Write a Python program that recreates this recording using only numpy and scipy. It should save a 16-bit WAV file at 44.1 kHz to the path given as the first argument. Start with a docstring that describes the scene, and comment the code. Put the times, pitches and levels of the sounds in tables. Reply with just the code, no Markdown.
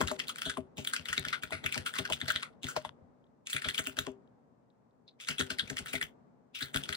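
"""Quick bursts of typing, caps clicking and rattling on the way down and up, with short pauses between.
Place: a plastic keyboard on a desk in a quiet furnished room. Each contact is a flurry of tiny impacts
ringing cap resonances; bottoming keys set plate, case and desk ringing, wide keys knock, fingers rustle.
Microphone: a close pair of ports, off to one side of the keys, with a low room rumble and faint hiss."""
import sys
import numpy as np
from scipy import signal
from scipy.fft import rfft, irfft, next_fast_len
from scipy.io import wavfile
from scipy.ndimage import uniform_filter1d

SR = 44100
rng = np.random.default_rng(int(sys.argv[2]) if len(sys.argv) > 2 else 0)


def file_out(sig):
    """Save sig as 16-bit WAV at sys.argv[1]."""
    # one column per channel
    cols = np.atleast_2d(sig).T
    # limit, then scale
    lim = np.clip(cols, -1, 1)
    pcm = np.round(lim * 32767).astype(np.int16)
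    wavfile.write(sys.argv[1], SR, pcm)


def gain_from_db(level_db):
    """Convert decibel levels to linear amplitude factors (20 dB per decade)."""
    decades = np.asarray(level_db, float) / 20
    return 10 ** decades


N = 306936

# low room noise, relative density by frequency: [f/Hz, level/dB per Hz]
RUMBLE_COLOUR = [(30, -35), (58, -8.5), (75, -8), (100, -10), (115, 2), (220, -4.5), (300, -9.5),
                 (450, -3.5), (1000, -11.5), (2000, -27), (3000, -38), (8000, -46), (9500, -64.5),
                 (16000, -63)]
# likeness of the room noise at left and right, 1 = identical: [f/Hz, correlation]
RUMBLE_LIKENESS = [(60, 0.32), (240, 0.4), (950, -0.061), (3770, -0.0052), (15000, -0.27)]
# one room mode added to the noise: [f/Hz, width/Hz, gain/dB]
RUMBLE_MODE = (250, 35, 9.1)
# key cap contacts, level ahead of the ports:
# [t/s, peak level/dB, cap pitch f/Hz, upper over lower cap modes/dB, rattle length/ms]
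CLICKS = [(.0075,-31,2480,20,2.9),(0.0127,-23.5,1020,-10,8),(0.0747,-30.5,2860,12,1.4),(0.0813,-31,3400,-3,7.8),(0.0968,-37.5,4020,7,2.3),(0.1144,-29,1060,-11,7.1),(0.1936,-32.5,1870,7,3.4),(0.1996,-26.5,2050,14,5),(0.2725,-44.5,3340,21,1.5),(0.283,-32.5,4000,27,.8),(0.2941,-32,1320,-4,13.7),(0.3594,-39.5,2360,-2.5,3),(.384,-38.5,3270,-3,8.9),(0.4195,-27,3400,3,1.7),(0.4524,-32.5,1500,16,41),(.497,-30,1590,-1,12),(0.5724,-39.5,1080,-5,8.1),
          (0.7718,-45,3470,8,3.4),(0.7797,-41,3500,16,32),(0.849,-35,2410,19,3.3),(0.8739,-24.5,3250,-27,1.1),(0.9355,-26.5,1570,-5,9.2),(0.9642,-27,1500,14,4.5),(1.057,-33.5,1920,-3.5,1.1),(1.0849,-32.5,1600,4,24),(1.129,-24.5,1900,1,8.9),(1.168,-38,2950,7,3.6),(1.179,-21.5,3630,-5,5),(1.251,-28,1730,-2,4.7),(1.2855,-28.5,3480,3,1.4),(1.3287,-27.5,1450,-5.5,19),(1.4252,-40,2750,16,9.6),(1.4347,-31,2280,-6.5,8.9),(1.508,-44,1030,5.5,1.5),(1.522,-30,1414,-2,34.7),(1.6411,-35.5,1390,-4,12),(1.6619,-24.5,2530,-7,5.9),(1.7251,-28,2490,20,2.9),(1.7443,-29,2400,-5,4.3),(1.7591,-39,830,15,4.8),(1.778,-28.5,1720,10,6.1),(1.8613,-31,1426,5,22.4),(1.9393,-33.5,1750,-5,1.7),(1.9543,-36.5,1315,-10,33),(1.982,-38,2300,9,5.9),(1.9866,-26,1375,0,8.8),(1.9941,-37,3700,-8,5.7),(2.0522,-30,1590,0,9.2),(2.1009,-34,930,3,4.2),(2.1238,-24.5,3200,24,11),(2.1344,-29.5,3620,16,8.7),(2.2043,-41,3150,11,7.2),(2.2147,-26.5,1640,-1.5,5),(2.2602,-43,1510,13.5,3.7),(2.2816,-29,1860,0,17),(2.3034,-21,1610,10,8.5),(2.3606,-22.5,3390,-9.5,1.6),(2.4267,-38,3140,2,5.1),(2.4311,-31,1360,-10,5),
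          (2.6327,-36.5,3430,29,3.2),(2.6428,-30.5,2840,3.5,5.7),(2.6688,-35.5,3660,3,3.5),(2.6842,-34.5,1510,-1.5,28),(2.7642,-29,960,-2,10.7),(2.85,-38.5,970,-2,12),(3.2418,-70,3290,3,3.4),(3.267,-76,3400,-5,6.7),
          (3.463,-52,3240,1,1.9),(3.4711,-33.5,2550,25.5,1.6),(3.4997,-41,2590,27,23),(3.5311,-26.5,1860,7,2.5),(3.549,-36,2420,9,5.7),(3.566,-26.5,2150,-8,6.3),(3.6207,-33,1720,-5,2.8),(3.644,-29.5,2260,-0.5,25),(3.6865,-26,1800,28,9),(3.7008,-34,3940,23.5,6),(3.745,-31,2340,6.5,11),(3.7554,-40,2900,18,2.5),(3.7789,-25,2920,22,15),(3.7927,-27.5,2050,-13,7.5),(3.8556,-44,3000,18,9.4),(3.871,-27.5,2700,-0.5,1.1),(3.9694,-38.5,2800,0,11),(3.9887,-22.5,3500,-2.5,6.8),(4.068,-36,990,-1.5,3.8),
          (4.276,-72,3500,4.5,3.8),(4.7027,-72,3730,7.5,6),(4.91,-80.5,3700,7.5,2.4),(5.076,-75,4730,16.5,4),(5.0793,-52,3900,22,13),(5.0913,-54,3690,26,5.1),
          (5.2012,-44,2310,16,9.1),(5.2081,-40.5,3400,8,52),(5.272,-39.5,3310,-1.5,19),(5.2862,-25,2100,-3,12),(5.305,-32.5,1600,18,23),(5.3829,-32.5,3270,2.5,20),(5.3945,-29,3500,6,10.6),(5.4026,-30,1680,4,5.5),(5.4107,-23,3420,1.5,3.1),(5.5027,-29.5,1530,15,19.6),(5.5865,-32.5,4460,-17,4.2),(5.5951,-23,1530,27.5,10.2),(5.6775,-43,2320,8,5.6),(5.7,-30,1720,-3.5,7.6),(5.7695,-30.5,2070,14.5,1.3),(5.783,-31,3060,9,2.2),(5.7884,-34,1510,19.5,10),(5.86,-39,1690,3,9.4),(5.8718,-41,1450,4,4.7),(5.8809,-42,3520,1.5,32),(5.9313,-32.5,2500,0.5,24),(5.954,-29.5,2000,-3,11),(6.0134,-25.5,1740,-11.5,5.8),(6.0276,-29,2140,-2.5,4),
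          (6.5493,-38.5,3460,11,37),(6.5894,-40.5,2640,14,6.3),(6.6068,-36.5,1570,0,38),(6.6241,-30.5,3980,9,13.8),(6.7448,-28.5,3450,-2,1.6),(6.7609,-24.5,1580,2.5,4.3),(6.7726,-28,2680,20,4.2),(6.8374,-31.5,3270,26,2.3),(6.8913,-27.5,2350,2,1.7),(6.9266,-30,3560,2.5,7.6),(6.9514,-31,4000,-13,4.7)]
# resonances shared by all caps and stems, relative levels: [f/Hz, width/Hz, level/dB]
CAP_MODES = [(1413, 220, -1), (2050, 330, -4.5), (2750, 510, -6), (3400, 310, -2.5), (4200, 1200, -10.5),
             (6050, 1800, -21)]
SNAP_MODES = [(6760, 1900, 1.5), (9170, 680, 7), (11500, 1400, -2), (14500, 7500, -6)]
# keys bottoming out, levels ahead of the ports: [t/s, desk boom/dB, case knock/dB, plate knock/dB]
THUMPS = [(0.009, -36.5, -34.5, -33.5), (0.112, -58, -40.5, -36.5), (0.462, -45.5, -47.5, -45.5),
          (0.577, -48.5, -36.5, -40.0), (0.781, -43, -43, -50.5), (0.99, -50.5, -64.5, -64.0),
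          (1.088, -50.5, -61.0, -72.5), (1.18, -44, -44.0, -66.5), (1.262, -48, -59.5, -57.5),
          (1.432, -53.5, -54.0, -58), (1.52, -46, -46.5, -41.0), (1.639, -43.5, -46.5, -51),
          (1.766, -43.5, -44, -46), (1.992, -41.5, -43.5, -46.5), (2.1, -48, -48.5, -38),
          (2.222, -44, -60.5, -64), (2.279, -55.5, -56, -45.5), (2.35, -48.5, -63, -55.5),
          (2.642, -43.0, -45.5, -75.5), (2.765, -50.0, -57.5, -34), (2.85, -55.5, -67, -50),
          (3.008, -58.5, -69, -68), (3.545, -46, -52, -60.5), (3.655, -44.0, -47.5, -46.5),
          (3.794, -48.5, -44, -50), (3.872, -55.5, -45, -53.5), (3.98, -47, -47, -47.5),
          (4.074, -55.5, -39, -47), (5.292, -46.5, -51, -57.5), (5.398, -42, -38.5, -58),
          (5.509, -51, -43.5, -51.5), (5.611, -49.5, -66, -68), (5.703, -45.5, -47.0, -58.0),
          (5.796, -48.5, -53.0, -59), (5.939, -46, -43.5, -43.5), (6.019, -53.5, -59.0, -62),
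          (6.621, -48, -51.5, -59.0), (6.75, -39.5, -39.0, -54), (6.889, -48, -50.5, -55)]
# typical modes of desk, case and plate, relative levels: [f/Hz, level/dB, t60/s]
DESK = [(86, 13.5, 0.07), (140.1, 6.5, 0.19)]
CASE = [(262.7, 9.5, 0.12), (337.3, -10.5, 0.048), (390.4, 2.5, 0.27)]
PLATE = [(490, -11, .05), (631, 4, 0.091), (788, -12.5, 0.044)]
# knocks of the long wide keys, level ahead of the ports: [t/s, peak level/dB, f/Hz]
KNOCKS = [(.0078, -32, 1100), (.1135, -29, 1060), (.571, -33, 1055), (1.507, -42.5, 1030), (1.76, -44, 860),
          (2.092, -45.5, 905), (2.7645, -28.5, 800), (2.8505, -31, 888), (4.066, -48, 1010)]
# phase between the microphone ports: [f/Hz, left lead/rad]
PORT_PHASE = [(0, 0), (700, .5), (1300, 1.6), (2070, 2.2), (2760, 3.8), (3960, 5.6), (5430, 4.6),
              (7920, 4.3), (9730, 3.3), (13700, 2.8), (15300, 1.2), (22050, 0)]
# level between the microphone ports: [f/Hz, left minus right level/dB]
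PORT_BALANCE = [(40, 4), (70, 3), (140, 9), (260, 11), (550, 4), (1200, 7), (2400, 5), (4400, 2.5),
                (8000, -1), (15000, 0)]

# the rumble rests at a floor, swells with each thump (dB over its desk boom) and sinks back slowly
RUMBLE_DB, STIR_DB, STIR_T60_S = -67.5, -13.5, 2.43
# treble snap under the cap's ring: strongest at the stroke level, less for each dB harder or lighter
SNAP_DB, SNAP_STROKE_DB, SNAP_LOSS_HARD, SNAP_LOSS_LIGHT, SNAP_SPREAD_DB = -5, -44, 0.26, 3.8, 4
# stem scrape before the contact (time to rise 60 dB), buzz of neighbouring caps after it
SCRAPE_DB, SCRAPE_RISE_MS = -12.5, 29
BUZZ_DB, BUZZ_T60_MS = -12, 141
# first impact over the flurry, in the cap and in the snap
STRIKE_DB, SNAP_STRIKE_DB = 26.5, 21
# a long rattle starts softer and swells over a share of its length
STRIKE_LOSS_DB_PER_MS, SWELL_SHARE = 0.25, 0.078


def rms_one(x):
    """Scale to rms 1."""
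    return x / np.sqrt(np.mean(x ** 2) + 1e-20)


def peak_one(x, size):
    """Scale so that the loudest short-time rms, over size samples, is 1."""
    power = uniform_filter1d(np.mean(x ** 2, axis=0), size)
    return x / np.sqrt(power.max() + 1e-20)


def at_hz(points, hz):
    """Read a table on a log frequency axis."""
    p = np.array(points, float)
    return np.interp(np.log(hz + 20), np.log(p[:, 0] + 20), p[:, 1])


def add(out, x, s):
    """Mix a short sound in at time s."""
    i = round(s * SR)
    x = x[:, max(-i, 0):]
    start = max(i, 0)
    out[:, start:start + x.shape[1]] += x[:, :N - start]


def high_pass(x, hz):
    """Third-order low cut."""
    return signal.sosfilt(signal.butter(3, hz, "high", fs=SR, output="sos"), x)


def resonate(x, hz, width_hz):
    """Two-pole resonance of gain 1 on top."""
    r = np.exp(-np.pi * width_hz / SR)
    zeros = (1 - r * r) / 2 * np.array([1, 0, -1])
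    poles = [1, -2 * r * np.cos(2 * np.pi * hz / SR), r * r]
    return signal.lfilter(zeros, poles, x)


def width_of(t60):
    """Width in Hz of a resonance that falls 60 dB in t60 seconds."""
    return np.log(1000) / np.pi / t60


def bank(x, modes, extra_db=0):
    """Resonances in parallel, signs alternating."""
    extra_db = np.broadcast_to(extra_db, len(modes))
    return sum((-1) ** k * gain_from_db(db + extra_db[k]) * resonate(x, hz, width_hz)
               for k, (hz, width_hz, db) in enumerate(modes))


def grains(size, grain_db, unlike):
    """Dense tiny impacts of uneven size, only partly alike at the two ports."""
    both = rng.standard_normal((2, size)) * gain_from_db(grain_db * rng.exponential(1, size))
    return both[0] + unlike * both[1] * [[1], [-1]]


def rumble():
    """Low room noise with one mode standing out; it swells while keys thump the desk."""
    hz = np.fft.rfftfreq(N, 1 / SR)
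    mid, side = rfft(rng.standard_normal((2, N))) * gain_from_db(at_hz(RUMBLE_COLOUR, hz))
    alike = np.clip(at_hz(RUMBLE_LIKENESS, hz), -1, 1)
    noise = irfft(np.sqrt(1 + alike) * mid + np.sqrt(1 - alike) * side * [[1], [-1]], N)
    mode_hz, width_hz, mode_db = RUMBLE_MODE
    noise = rms_one(noise + gain_from_db(mode_db) * resonate(noise, mode_hz, width_hz))
    # power that each thump stirs up, then its slow decay
    stirs = np.zeros(N)
    stirs[[round(row[0] * SR) for row in THUMPS]] = [gain_from_db(row[1] + STIR_DB) ** 2 for row in THUMPS]
    stirred = signal.lfilter([1], [1, -gain_from_db(-60 / (STIR_T60_S * SR)) ** 2], stirs)
    level = np.sqrt(gain_from_db(RUMBLE_DB) ** 2 + uniform_filter1d(stirred, size=2000))
    return noise * level * gain_from_db([[1.5], [-1.5]])   # left 3 dB over right


def hiss(level_db=-96.5):
    """Faint steady self-noise of the microphone."""
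    band = signal.butter(2, [2500, 8500], "band", fs=SR, output="sos")
    return gain_from_db(level_db) * rms_one(signal.sosfilt(band, rng.standard_normal((2, N))))


def clicks(own_q=4.64, spread_db=4.5, pan_db=-0.5):
    """A sharp strike and a flurry of tiny impacts ring the cap's own pitch and the shared modes."""
    out = np.zeros((2, N))
    ms = np.arange(-800, 5200) / SR * 1000
    size = len(ms)
    upper = np.sign(np.array(CAP_MODES)[:, 0] - 2400)   # +1 for upper cap modes, -1 for lower
    begun = ms >= 0
    strike = np.argmax(ms > .7)
    scrape = ~begun * gain_from_db(SCRAPE_DB + 60 * np.minimum(ms, 0) / SCRAPE_RISE_MS)
    buzz = begun * gain_from_db(BUZZ_DB - 60 * ms / BUZZ_T60_MS) * np.clip(ms / 3, 0, 1)
    around = scrape + buzz
    for s, peak_db, hz, bright_db, length_ms in CLICKS:
        harder = peak_db - SNAP_STROKE_DB
        snap_loss_db = max(SNAP_LOSS_HARD * harder, -SNAP_LOSS_LIGHT * harder)
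        snap_db = SNAP_DB - snap_loss_db + SNAP_SPREAD_DB * rng.normal()

        fall = gain_from_db(-9.0 * np.abs(ms) / max(length_ms - 1.5, .5))
        swell = np.clip((np.abs(ms) + 0.37) / (SWELL_SHARE * length_ms), 0, 1)
        flurry = begun * fall * swell
        blows = flurry * grains(size, grain_db=3.0, unlike=.5)
        snaps = flurry * grains(size, grain_db=3.0, unlike=.25)
        softer_db = STRIKE_LOSS_DB_PER_MS * length_ms
        blows[:, strike] += gain_from_db(STRIKE_DB - softer_db) * rng.choice([-1, 1])
        snaps[:, strike] += gain_from_db(SNAP_STRIKE_DB - softer_db) * rng.choice([-1, 1])
        firm = gain_from_db(0.68 * min(harder, 0))   # a light touch hardly shakes the neighbours
        blows = blows + firm * around * grains(size, grain_db=3.5, unlike=0.73)
        snaps = snaps + around * grains(size, grain_db=4.0, unlike=0.1)

        # a light touch stirs mostly the cap itself, a firm one all the shared modes
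        shared_db = min(peak_db + 40, 0) + upper * bright_db / 2 - abs(bright_db) / 2
        shared_db = shared_db + rng.normal(0, spread_db, len(CAP_MODES))
        shared = high_pass(bank(blows, CAP_MODES, shared_db), 1400)
        own = resonate(resonate(resonate(blows, hz, hz / own_q), hz, hz / 2), hz, hz / 2)
        body = peak_one(own + shared, size=66)
        snap = bank(snaps, SNAP_MODES, rng.normal(0, spread_db, len(SNAP_MODES)))
        snap = peak_one(high_pass(snap, 5500), size=66)
        side = gain_from_db(pan_db * rng.normal() * np.array([[.5], [-.5]]))
        # start early enough for the strike to fall close to s
        add(out, gain_from_db(peak_db) * (side * body + gain_from_db(snap_db) * snap), s + ms[0] / 1000 - .0008)
    return out


def thumps(loose_db=-30.5):
    """The finger's uneven push sets plate, case and desk ringing, typically longest on the desk."""
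    out = np.zeros((2, N))
    ms = np.arange(9000) / SR * 1000
    soft = signal.butter(2, 900, fs=SR, output="sos")
    # modes, typical push length ms, delay s, unlikeness at the ports
    parts = ((DESK, 16.0, .002, .3), (CASE, 8.0, -.005, .6), (PLATE, 6.0, 0., .35))
    for s, *levels_db in THUMPS:
        for (modes, typical_ms, late_s, unlike), level_db in zip(parts, levels_db):
            push_ms = typical_ms * rng.uniform(0.39, 2.04)
            push = grains(len(ms), grain_db=-2, unlike=unlike) * ms * np.exp(-2 * ms / push_ms)
            push = signal.sosfilt(soft, push)
            ring = 0
            for hz, mode_db, t60 in modes:
                gain = gain_from_db(mode_db + 1.3 * rng.normal())
                mode_hz = hz * (1 + 0.021 * rng.normal())
                ring = ring + gain * peak_one(resonate(push, mode_hz, width_of(t60)), size=600)
            # the damped part of the thud, spread over the range of the modes
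            centre_hz = np.mean(np.array(modes)[:, 0])
            loose = resonate(resonate(push, centre_hz, centre_hz), centre_hz, centre_hz)
            thud = peak_one(ring, size=600) + gain_from_db(loose_db) * peak_one(loose, size=600)
            add(out, gain_from_db(level_db) * peak_one(thud, size=600), s + late_s)
    return high_pass(out, 30)


def knocks(blow_ms=0.76, t60=0.022):
    """A wide key lands flat: a hollow woody knock, three close modes around its pitch."""
    out = np.zeros((2, N))
    ms = np.arange(3000) / SR * 1000
    for s, peak_db, hz in KNOCKS:
        blow = grains(len(ms), grain_db=-0.5, unlike=0.69) * np.exp(-ms / blow_ms)
        ring = 0
        for ratio, mode_db in ((.85, 3), (1, 13), (1.15, -20)):
            mode = resonate(resonate(blow, hz * ratio, width_of(t60)), hz * ratio, 600)
            ring = ring + gain_from_db(mode_db) * peak_one(mode, size=66)
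        add(out, gain_from_db(peak_db) * peak_one(ring, size=66), s - .001)
    return out


def rustle(per_s=990.0, level_db=-11.5, reach_ms=170.0):
    """Between two strokes fingers brush the caps: scattered small ticks, silent around a burst."""
    hits = np.zeros(N)   # power of each contact, the lightest left out
    hits[[round(row[0] * SR) for row in CLICKS]] = [gain_from_db(2 * row[1]) * (row[1] > -48) for row in CLICKS]
    fade = [1, -gain_from_db(-120000 / (reach_ms * SR))]   # power falls 60 dB over the reach
    after = signal.lfilter([1], fade, hits)
    before = signal.lfilter([1], fade, hits[::-1])[::-1]
    busy = np.minimum(after, before)
    ticks = grains(N, grain_db=1.5, unlike=.6) * (rng.random(N) < per_s / SR) + 1e-18
    body = rms_one(high_pass(bank(ticks, CAP_MODES), 1300))
    snap = rms_one(high_pass(bank(ticks, SNAP_MODES), 6000))
    return gain_from_db(level_db) * np.sqrt(busy) * (body + gain_from_db(-12.5) * snap)


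def ports(x):
    """The keyboard is off to one side: level and phase differ between the ports."""
    size = next_fast_len(N + 4096)
    hz = np.fft.rfftfreq(size, 1 / SR)
    phase = np.interp(hz, *np.transpose(PORT_PHASE))
    # each port takes half of the difference
    half = gain_from_db(at_hz(PORT_BALANCE, hz) / 2) * np.exp(.5j * phase)
    return irfft(rfft(x, size) * [half, 1 / half], size)[:, :N]


def scene():
    """Keyboard heard from one side through the two ports, over room rumble and microphone hiss."""
    keyboard = clicks() + thumps() + knocks() + rustle()
    return rumble() + hiss() + ports(keyboard)


def roll_off(x):
    """The treble ends steeply here."""
    return signal.sosfilt(signal.butter(12, 16810, fs=SR, output="sos"), x)


def record(dry):
    """A steep low-pass cuts the top of the treble."""
    treble_cut = signal.cheby2(10, 40, 16300, fs=SR, output="sos")
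    mix = signal.sosfilt(treble_cut, dry)
    return roll_off(mix)


dry = scene()
out = record(dry)
file_out(out)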